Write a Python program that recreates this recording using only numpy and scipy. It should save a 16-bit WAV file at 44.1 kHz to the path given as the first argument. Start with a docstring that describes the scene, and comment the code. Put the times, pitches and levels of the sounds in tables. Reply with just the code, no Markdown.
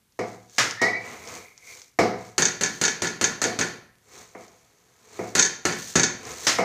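"""A toy bat, banged about by a toddler in a plastic walker, in a bare, tiled room.
The hollow bat thuds and cracks on the floor, squeaks as its tip skids, and knocks on the walker's rim;
each knock makes loose plastic parts jump and clatter. In between, the joints tick and things slide
softly over the tiles. One small microphone in the room, far enough off to hear the walls answer."""
import sys
import numpy as np
from scipy import signal
from scipy.fft import rfft, irfft
from scipy.io import wavfile

SR = 44100
rng = np.random.default_rng(int(sys.argv[2]) if len(sys.argv) > 2 else 0)


def pcm_store(signal):
    """Save signal as 16-bit PCM."""
    levels = np.round(np.clip(np.atleast_2d(signal), -1, 1) * 32767)
    wavfile.write(sys.argv[1], SR, levels.astype(np.int16).T)


N = 292824
TIME = np.arange(N) / SR
RING_SIZE = 2 ** 15   # samples in one blow and its decay
AGE = np.arange(RING_SIZE) / SR
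FREQS = np.maximum(np.fft.rfftfreq(RING_SIZE, 1 / SR), 1)

# The bat's tip landing on the floor. Each row: start in seconds, then relative level, bass shift
# and treble shift in dB.
TIP_BLOWS = [(0.191, -18, 1, 5.5), (0.816, -10, -5, 12.5), (1.9888, -6, 0, 8.5), (3.451, -19.5, 3, 9),
             (4.350, -31, -1, -8), (5.192, -22, 4, -4), (6.586, -9, -3.5, 3)]
# Cavity resonances of the hollow bat. Each row: centre in Hz, width in Hz, lift in dB.
BAT_CAVITY = [(112, 16, 5), (188, 24, 7), (242, 28, 7), (345, 25, 6), (428, 20, 6), (500, 20, 8),
              (664, 20, 7), (720, 25, 7), (1030, 40, 4), (1276, 35, 7), (2230, 100, 3)]


def from_db(db):
    """Decibels to gain."""
    return np.exp(np.asarray(db) * (np.log(10) / 20))


def rms_one(x):
    """Scale to unit rms."""
    return x / np.sqrt(np.mean(x ** 2) + 1e-20)


def at_hz(points, hz):
    """Read a table on a log-frequency axis."""
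    knots, values = np.transpose(points)
    return np.interp(np.log(hz), np.log(knots), values)


def lifted(lifts, freqs):
    """Resonance peaks and dips on a response, in dB."""
    return sum(db / (1 + (2 * (freqs - hz) / width) ** 2) for hz, width, db in lifts)


def fade(t60):
    """Exponential decay that loses 60 dB in t60 seconds."""
    return from_db(np.maximum(-60 * AGE / max(t60, 1e-4), -200))


def swell(s, length_s, db, rise_db_per_s, fall_db_per_s):
    """Gain of one rubbing movement: it swells up to time s, holds for its length and dies away."""
    early, late = np.maximum(s - TIME, 0), np.maximum(TIME - s - length_s, 0)
    return from_db(np.maximum(db - rise_db_per_s * early - fall_db_per_s * late, -200))


def add(track, s, sound):
    """Mix a sound into a track at time s."""
    start = round(s * SR)
    track[start:start + len(sound)] += sound[:N - start]


def drift(rate_hz):
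    """Smooth random wandering with a spread of about 1."""
    return np.interp(TIME * rate_hz, np.arange(N // 20), rng.standard_normal(N // 20))


def noise(colour, lifts=()):
    """Steady noise of a given spectrum and resonances, rms 1."""
    hz = np.maximum(np.fft.rfftfreq(N, 1 / SR), 1)
    gain = from_db(at_hz(colour, hz) + lifted(lifts, hz))
    return rms_one(irfft(rfft(rng.standard_normal(N)) * gain, N))


def through_body(x, response_db):
    """Causal (minimum-phase) filter with the given response."""
    cepstrum = irfft(np.log(from_db(response_db)))
    cepstrum[1:RING_SIZE // 2] *= 2
    cepstrum[RING_SIZE // 2 + 1:] = 0
    return irfft(rfft(x) * np.exp(rfft(cepstrum)))


def reflections(t60):
    """A cloud of reflections of unit energy."""
    return rms_one(rng.standard_normal(RING_SIZE) * fade(t60)) / np.sqrt(RING_SIZE)


def room_tail():
    """The tiled room's reverberation at unit energy, each band dying at its own pace."""
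    # Decay of the room. Each row: frequency in Hz, t60 in seconds.
    decays = [(110, 0.82), (260, 0.45), (700, 0.54), (1900, 0.53), (5000, 0.45), (8000, 0.33),
              (14000, 0.51)]
    white = rfft(rng.standard_normal(RING_SIZE))
    knots = np.log(np.array(decays)[:, 0])
    bands = [irfft(white * np.interp(np.log(FREQS), knots, share)) for share in np.eye(len(decays))]
    tail = sum(band * fade(t60) for band, (hz, t60) in zip(bands, decays))
    return rms_one(tail) / np.sqrt(RING_SIZE)


def contact(tail, click_db, early_t60, early_db, room_db):
    """A click as it reaches the microphone: direct, off the floor and near wall, then the room's tail."""
    echoes = from_db(early_db) * reflections(early_t60) + from_db(room_db) * tail
    # the treble is beamed, so less of it comes back from the walls
    wall_gain = from_db(at_hz([(2500, 2.2), (7000, 0), (11000, 1.5)], FREQS))
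    out = irfft(rfft(echoes) * wall_gain) + 1.12 * reflections(t60=0.041)
    out[0] += from_db(click_db)
    return out


def crowded_modes(spacing_hz, ripple_db):
    """The countless small modes of a body ripple its response above 1 kHz, in dB."""
    ripple = np.interp(FREQS / spacing_hz, np.arange(RING_SIZE), rng.standard_normal(RING_SIZE))
    return ripple_db * ripple * (FREQS > 1000)


def ringing(modes, longest_t60):
    """Decaying sines, struck a little differently each time; none outlasts longest_t60."""
    out = np.zeros(RING_SIZE)
    for hz, db, t60 in modes:
        phase = 2 * np.pi * (hz * AGE + rng.random())
        out += from_db(db + rng.normal(0, 1.3)) * np.sin(phase) * fade(min(t60, longest_t60))
    return out * (1 - fade(0.025))


def blows(rows, colour, modes=(), lifts=(), level_db=0, ring_db=0, longest_t60=0.5, **acoustics):
    """Blows on one body: where and how hard each lands shifts its bass and treble."""
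    out, common_tail = np.zeros(N), room_tail()
    shared = 0.75   # blows land near one another, so they share most of their room response
    body_db = at_hz(colour, FREQS) + lifted(lifts, FREQS)
    body_db -= np.mean(body_db[(FREQS > 900) & (FREQS < 3000)])
    body_db += crowded_modes(spacing_hz=60, ripple_db=2.2)
    for s, db, bass_db, treble_db in rows:
        touch_db = at_hz([(290, bass_db), (900, 0), (2400, 0), (4200, treble_db)], FREQS)
        tail = np.sqrt(shared) * common_tail + np.sqrt(1 - shared) * room_tail()
        impact = through_body(contact(tail, **acoustics), body_db)
        ring = from_db(ring_db) * ringing(modes, longest_t60)
        add(out, s, from_db(db + level_db) * through_body(impact + ring, touch_db))
    return out


def room_tone(level_db=-67):
    """The quiet air of the room, strongest in the bass."""
    # Spectrum of the air. Each row: frequency in Hz, relative level in dB.
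    colour = [(18, -36.5), (30, -8.5), (124, -4), (684, -22), (1040, -20), (6550, -23.5), (9970, -24),
              (13300, -24), (16000, -36.5)]
    return from_db(level_db) * noise(colour)


def joint_ticks(level_db=7):
    """The walker's joints give small dry ticks as the frame shifts."""
    # The ticks. Each row: start in seconds, relative level in dB.
    ticks = [(0.123, -54), (0.4973, -43), (0.71, -18.5), (1.275, -30.5), (1.578, -37.5), (1.818, -32.5),
             (4.4817, -43.5), (5.292, -40), (6.253, -31), (6.3074, -33)]
    # Spectrum of a tick. Each row: frequency in Hz, relative level in dB.
    colour = [(200, -19), (1500, -2), (4000, 1), (5700, 12.5), (7000, 9), (9000, -20), (16000, -26)]
    out, tail = np.zeros(N), room_tail()
    for s, db in ticks:
        click = contact(tail, click_db=4.5, early_t60=0.022, early_db=-12.5, room_db=-4.5)
        add(out, s, from_db(db + level_db) * through_body(click, at_hz(colour, FREQS)))
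    return out


def sliding(level_db=-1):
    """Rubbing over the tiles: the hollow bat rumbles under a hiss that catches on the grit."""
    # Shoves and drags. Each row: start and length of the hold in seconds, relative rumble and hiss in dB.
    shoves = [(0.279, 0.04, -65, -54), (0.567, 0.03, -58, -48.5), (1.057, 0.084, -41, -49),
              (1.286, 0.086, -41.5, -44.5), (1.69, 0.091, -54.5, -47.5), (2.206, 0.079, -51.5, -53.5),
              (2.743, 0.024, -76, -45.5), (4.156, 0.059, -48.5, -49), (4.412, 0.038, -54, -57),
              (4.553, 0.54, -65, -66.5), (5.163, 0.13, -47.5, -49), (5.795, 0.12, -54, -39.5),
              (6.275, 0.05, -39, -42.5), (6.441, 0.016, -44.5, -35.5)]
    # Spectra of the rumble and the hiss. Each row: frequency in Hz, relative level in dB.
    rumble_colour = [(41, -48.5), (70, -5.5), (200, -13.5), (350, -9.5), (450, -2.5), (580, -10), (670, -8),
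                     (800, -9), (1050, -7.5), (1550, -12), (2230, -9.5), (3000, -19.5), (3900, -21),
                     (6600, -58)]
    hiss_colour = [(1000, -41), (1700, -5.5), (2210, -14.5), (2770, -12.5), (4470, -3), (4950, -7.5),
                   (6320, 2), (10200, -17), (11700, -24.5), (14300, -13.5), (15300, -25.5), (16000, -42.5)]
    slopes = dict(rise_db_per_s=159, fall_db_per_s=135)   # every shove gathers speed and runs out alike
    rumble, hiss = np.zeros((2, N))
    for s, length_s, rumble_db, hiss_db in shoves:
        rumble += swell(s, length_s, rumble_db + level_db, **slopes)
        hiss += swell(s, length_s, hiss_db + level_db, **slopes)
    grit = from_db(2.8 * drift(450))
    return rumble * noise(rumble_colour, BAT_CAVITY) + hiss * grit * noise(hiss_colour)


def rasp(level_db=-2, judder_db=2):
    """The bat's tip loses its grip on the tile and rubs with a juddering rasp."""
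    # The rubs. Each row: start and length of the hold in seconds, relative level in dB.
    rubs = [(1.133, 0.33, -49.5), (1.675, 0.049, -46.5)]
    # Spectrum of the rasp. Each row: frequency in Hz, relative level in dB.
    colour = [(1700, -49), (2050, -4), (2230, -3.5), (2400, -7.5), (2800, -30)]
    rubbing = sum(swell(*rub, rise_db_per_s=219, fall_db_per_s=132) for rub in rubs)
    return rubbing * from_db(level_db + judder_db * drift(120)) * noise(colour)


def squeak(slips, hz, level_db, octave_db, flutter_db, room_db):
    """Stick-slip on the glaze: a rising, wavering tone with a weak octave, smeared by the room."""
    start_s, glide_s, flat_share = 0.77, 0.06, 0.12   # it starts flat and glides up to pitch
    pitch = hz * (1 - flat_share * np.exp(-np.maximum(TIME - start_s, 0) / glide_s))
    phase = 2 * np.pi * np.cumsum(pitch * (1 + 0.023 * drift(700))) / SR
    wave = np.sin(phase) + from_db(octave_db) * np.sin(2 * phase)
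    grip = sum(swell(*slip, rise_db_per_s=528.5, fall_db_per_s=380) for slip in slips)
    tone = grip * from_db(level_db + flutter_db * drift(140)) * wave
    return tone + from_db(room_db) * signal.fftconvolve(tone, room_tail())[:N]


def skid():
    """The bat's tip catches and slips, squeaking in two tones, more weakly each time."""
    # The slips. Each row: start and length of the hold in seconds, relative low and high tone in dB.
    slips = [(0.826, 0.041, -18, -30), (0.943, 0.022, -28, -35), (1.013, 0.012, -40, -44),
             (1.067, 0.07, -55, -64)]
    s, length_s, low_db, high_db = np.transpose(slips)
    low_slips, high_slips = zip(s, length_s, low_db), zip(s, length_s, high_db)
    low = squeak(low_slips, hz=1992, level_db=-1, octave_db=-25, flutter_db=4, room_db=-8)
    high = squeak(high_slips, hz=2280, level_db=3, octave_db=-20, flutter_db=6.5, room_db=-11)
    return low + high


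def clatter():
    """The walker's loose plastic parts fall back just after each knock."""
    # The landings. Each row: start in seconds, relative level in dB, hardness in dB.
    landings = [(2.4223, -6, 2.5), (2.454, -7, 3), (2.4846, -17, 0), (2.6353, -6.5, 0.5), (2.6611, -12, -2),
                (2.8387, -6.5, 0), (2.852, -6, 1.5), (2.88, -6, -3), (3.0463, -7.5, -9),
                (3.0711, -11, -3.5), (3.242, -4, 0.5), (3.4408, -4.5, -5), (3.6125, -7, -4),
                (3.6211, -10.5, -12), (5.3804, -6.5, -6), (5.3915, -5.5, -1), (5.3953, -2, 2.5),
                (5.4256, -7.5, 5), (5.4518, -10.5, 2), (5.7249, -12.5, -6.5), (5.9581, -6, 4),
                (5.9668, -11, -1), (5.9966, -4, -1.5), (6.0332, -3.5, 2)]
    # Spectrum of a landing. Each row: frequency in Hz, relative level in dB.
    colour = [(47, -42.5), (80, -33.5), (451, -4.5), (563, -27.5), (1050, -9), (1200, -35.5), (1700, -5),
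              (2900, -20.5), (5050, -17.5), (6450, 1.5), (8790, -27), (14300, -61), (16000, -59)]
    # Thin ringing of the parts. Each row: pitch in Hz, relative level in dB, uncapped t60 in seconds.
    modes = [(1426, -5, .35), (1514, -4, .4), (1711, 1, .33), (2245, -7, .36), (2560, -14, .35),
             (3483, -16, .4), (4345, -13, .4), (4581, -15, .4), (5342, -7, .25), (5797, -8, .3),
             (6244, -8, .25), (6348, -7, .3), (6490, -6, .22)]
    # Resonances and dips of the hollow plastic. Each row: centre in Hz, width in Hz, lift in dB.
    shell = [(1412, 107, 18.5), (1764, 77, 7), (2280, 74, 7), (2540, 47, 10.5), (3150, 130, 9.5),
             (3633, 200, 12.5), (4480, 400, 12.5), (5340, 17, -9), (5600, 17, -21), (7050, 170, -1.5)]
    boom_loss = 0.44   # a harder landing is brighter and booms less: dB of bass lost per dB of hardness
    rows = [(s, db, -boom_loss * hard_db, hard_db) for s, db, hard_db in landings]
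    return blows(rows, colour, modes, shell, level_db=4.5, ring_db=-26.5, longest_t60=0.23,
                 click_db=4, early_t60=0.088, early_db=4.5, room_db=3)


def rim_knocks():
    """The bat strikes the walker's rim and the frame booms."""
    # The knocks. Each row: start in seconds, then relative level, bass shift and treble shift in dB.
    knocks = [(2.3807, -7, 0.5, 1.5), (2.6107, -13, 3, 2), (2.814, -10, -1, 2), (3.0205, -12.5, 3, 1.5),
              (3.2124, -9.5, 2.5, 0.5), (3.4169, -11.5, -2.5, 3), (3.5897, -10.5, 2, 0),
              (5.3519, -8, 0, 2.5), (5.6528, -8, 1.5, -1), (5.9555, -5.5, 5, -4.5)]
    # Spectrum of a knock. Each row: frequency in Hz, relative level in dB.
    colour = [(29, -16), (50, -21), (218, -0.5), (418, -2.5), (1180, -10), (1360, -5.5), (1580, -9.5),
              (1740, -2.5), (3330, -15), (4560, -6), (5270, -12.5), (6240, -1.5), (9180, -21.5),
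              (13800, -34), (16000, -33)]
    # Ringing of the frame. Each row: pitch in Hz, relative level in dB, uncapped t60 in seconds.
    modes = [(169.3, -6, 0.4), (361.4, -5, 0.47), (762, -11, 0.89), (1030, -13, 0.62), (1120, -20.5, 0.43),
             (1322, -5, 0.25), (1430, -4.5, 0.42), (1490, -11.5, 0.85), (1610, -39, 0.7), (1773, -10, 0.89),
             (1690, -17, 1.1), (1960, -9.5, 1.3)]
    # Resonances and dips of the frame. Each row: centre in Hz, width in Hz, lift in dB.
    frame = [(99, 29, 1.5), (270, 18, 8), (357, 20, 3.5), (431, 21, 2.5), (1028, 50, -7), (1412, 70, -3)]
    return blows(knocks, colour, modes, frame, level_db=7, ring_db=-25.5, longest_t60=0.54,
                 click_db=2.5, early_t60=0.063, early_db=6, room_db=12.5)


def tip_snaps(level_db=-9):
    """The bat's tip meets the tile with a thin snap before its body answers."""
    # Spectrum of hard plastic meeting glaze. 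Each row: frequency in Hz, relative level in dB.
    colour = [(2000, -29), (5000, -7.5), (6800, 4.5), (9000, -5), (11000, -11.5), (15000, -6), (17000, -22)]
    out, tail = np.zeros(N), room_tail()
    for s, db, _, _ in TIP_BLOWS:
        click = contact(tail, click_db=1.5, early_t60=0.02, early_db=-8.5, room_db=3.5)
        add(out, s, from_db(db + level_db) * through_body(click, at_hz(colour, FREQS)))
    return out


def edge_slaps():
    """The bat's edge hits the tiles with a hard, bright crack."""
    # The slaps. Each row: start in seconds, then relative level, bass shift and treble shift in dB.
    slaps = [(0.5824, -7.5, -1.5, -3.5), (6.4685, -9.5, 0, 0)]
    # Spectrum of a slap. Each row: frequency in Hz, relative level in dB.
    colour = [(29, -53), (50, -36), (114, -4), (152, -11.5), (321, -4.5), (418, -10), (461, -6.5),
              (822, -9.5), (997, -7), (1960, -1.5), (2680, -8.5), (6390, -1.5), (12000, -31),
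              (14500, -28.5), (16000, -60)]
    return blows(slaps, colour, level_db=15, click_db=-14.5, early_t60=0.35, early_db=9.5, room_db=10)


def tip_thuds():
    """The bat lands tip first and its hollow body answers with a dull thud."""
    # Spectrum of a thud. Each row: frequency in Hz, relative level in dB.
    colour = [(29, -30), (60, -24.5), (150, -16.5), (250, -5.5), (461, -2), (586, -10.5), (711, -4.5),
              (1020, -12.5), (1270, -12.5), (1500, -17.5), (2210, -14), (2620, -26.5), (3250, -33.5),
              (6240, -29.5), (11100, -56.5), (14200, -62.5), (16000, -92)]
    # Ringing after a thud. Each row: pitch in Hz, relative level in dB, uncapped t60 in seconds.
    modes = [(112, -16, 1.7), (186.8, -23, 0.9), (372, -2.5, 0.091), (430, -28.5, 0.14), (505, -9, 0.49),
             (658, -8.5, 0.31), (730, -13.5, 1.4), (1275, -14, 0.23), (1480, -46.5, 0.78),
             (1666, -30.5, 0.94), (1970, -43, 1.6), (2262, -7.5, 0.083), (2380, -41.5, 0.12),
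             (2990, -29.5, 0.26)]
    return blows(TIP_BLOWS, colour, modes, BAT_CAVITY, level_db=5, ring_db=-15, longest_t60=0.79,
                 click_db=-0.5, early_t60=0.13, early_db=8.5, room_db=14.5)


def scene():
    """Bat, walker and rubbing over the room tone, in mono from one spot in the room."""
    bat = tip_thuds() + edge_slaps() + tip_snaps()
    walker = rim_knocks() + clatter() + joint_ticks()
    rubbing = sliding() + rasp() + skid()
    return (bat + walker + rubbing + room_tone())[None]


def record(dry):
    """The small microphone loses the deepest bass, the highest peaks are rounded and the top is cut."""
    low_cut_hz, high_cut_hz, ceiling = 41, 15250, 1.5
    low_cut = signal.butter(2, low_cut_hz, "high", fs=SR, output="sos")
    high_cut = signal.ellip(10, 0.1, 80, high_cut_hz, fs=SR, output="sos")
    thin = signal.sosfilt(low_cut, dry)
    rounded = ceiling * np.tanh(thin / ceiling)
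    return signal.sosfilt(high_cut, rounded)


dry = scene()
out = record(dry)
pcm_store(out)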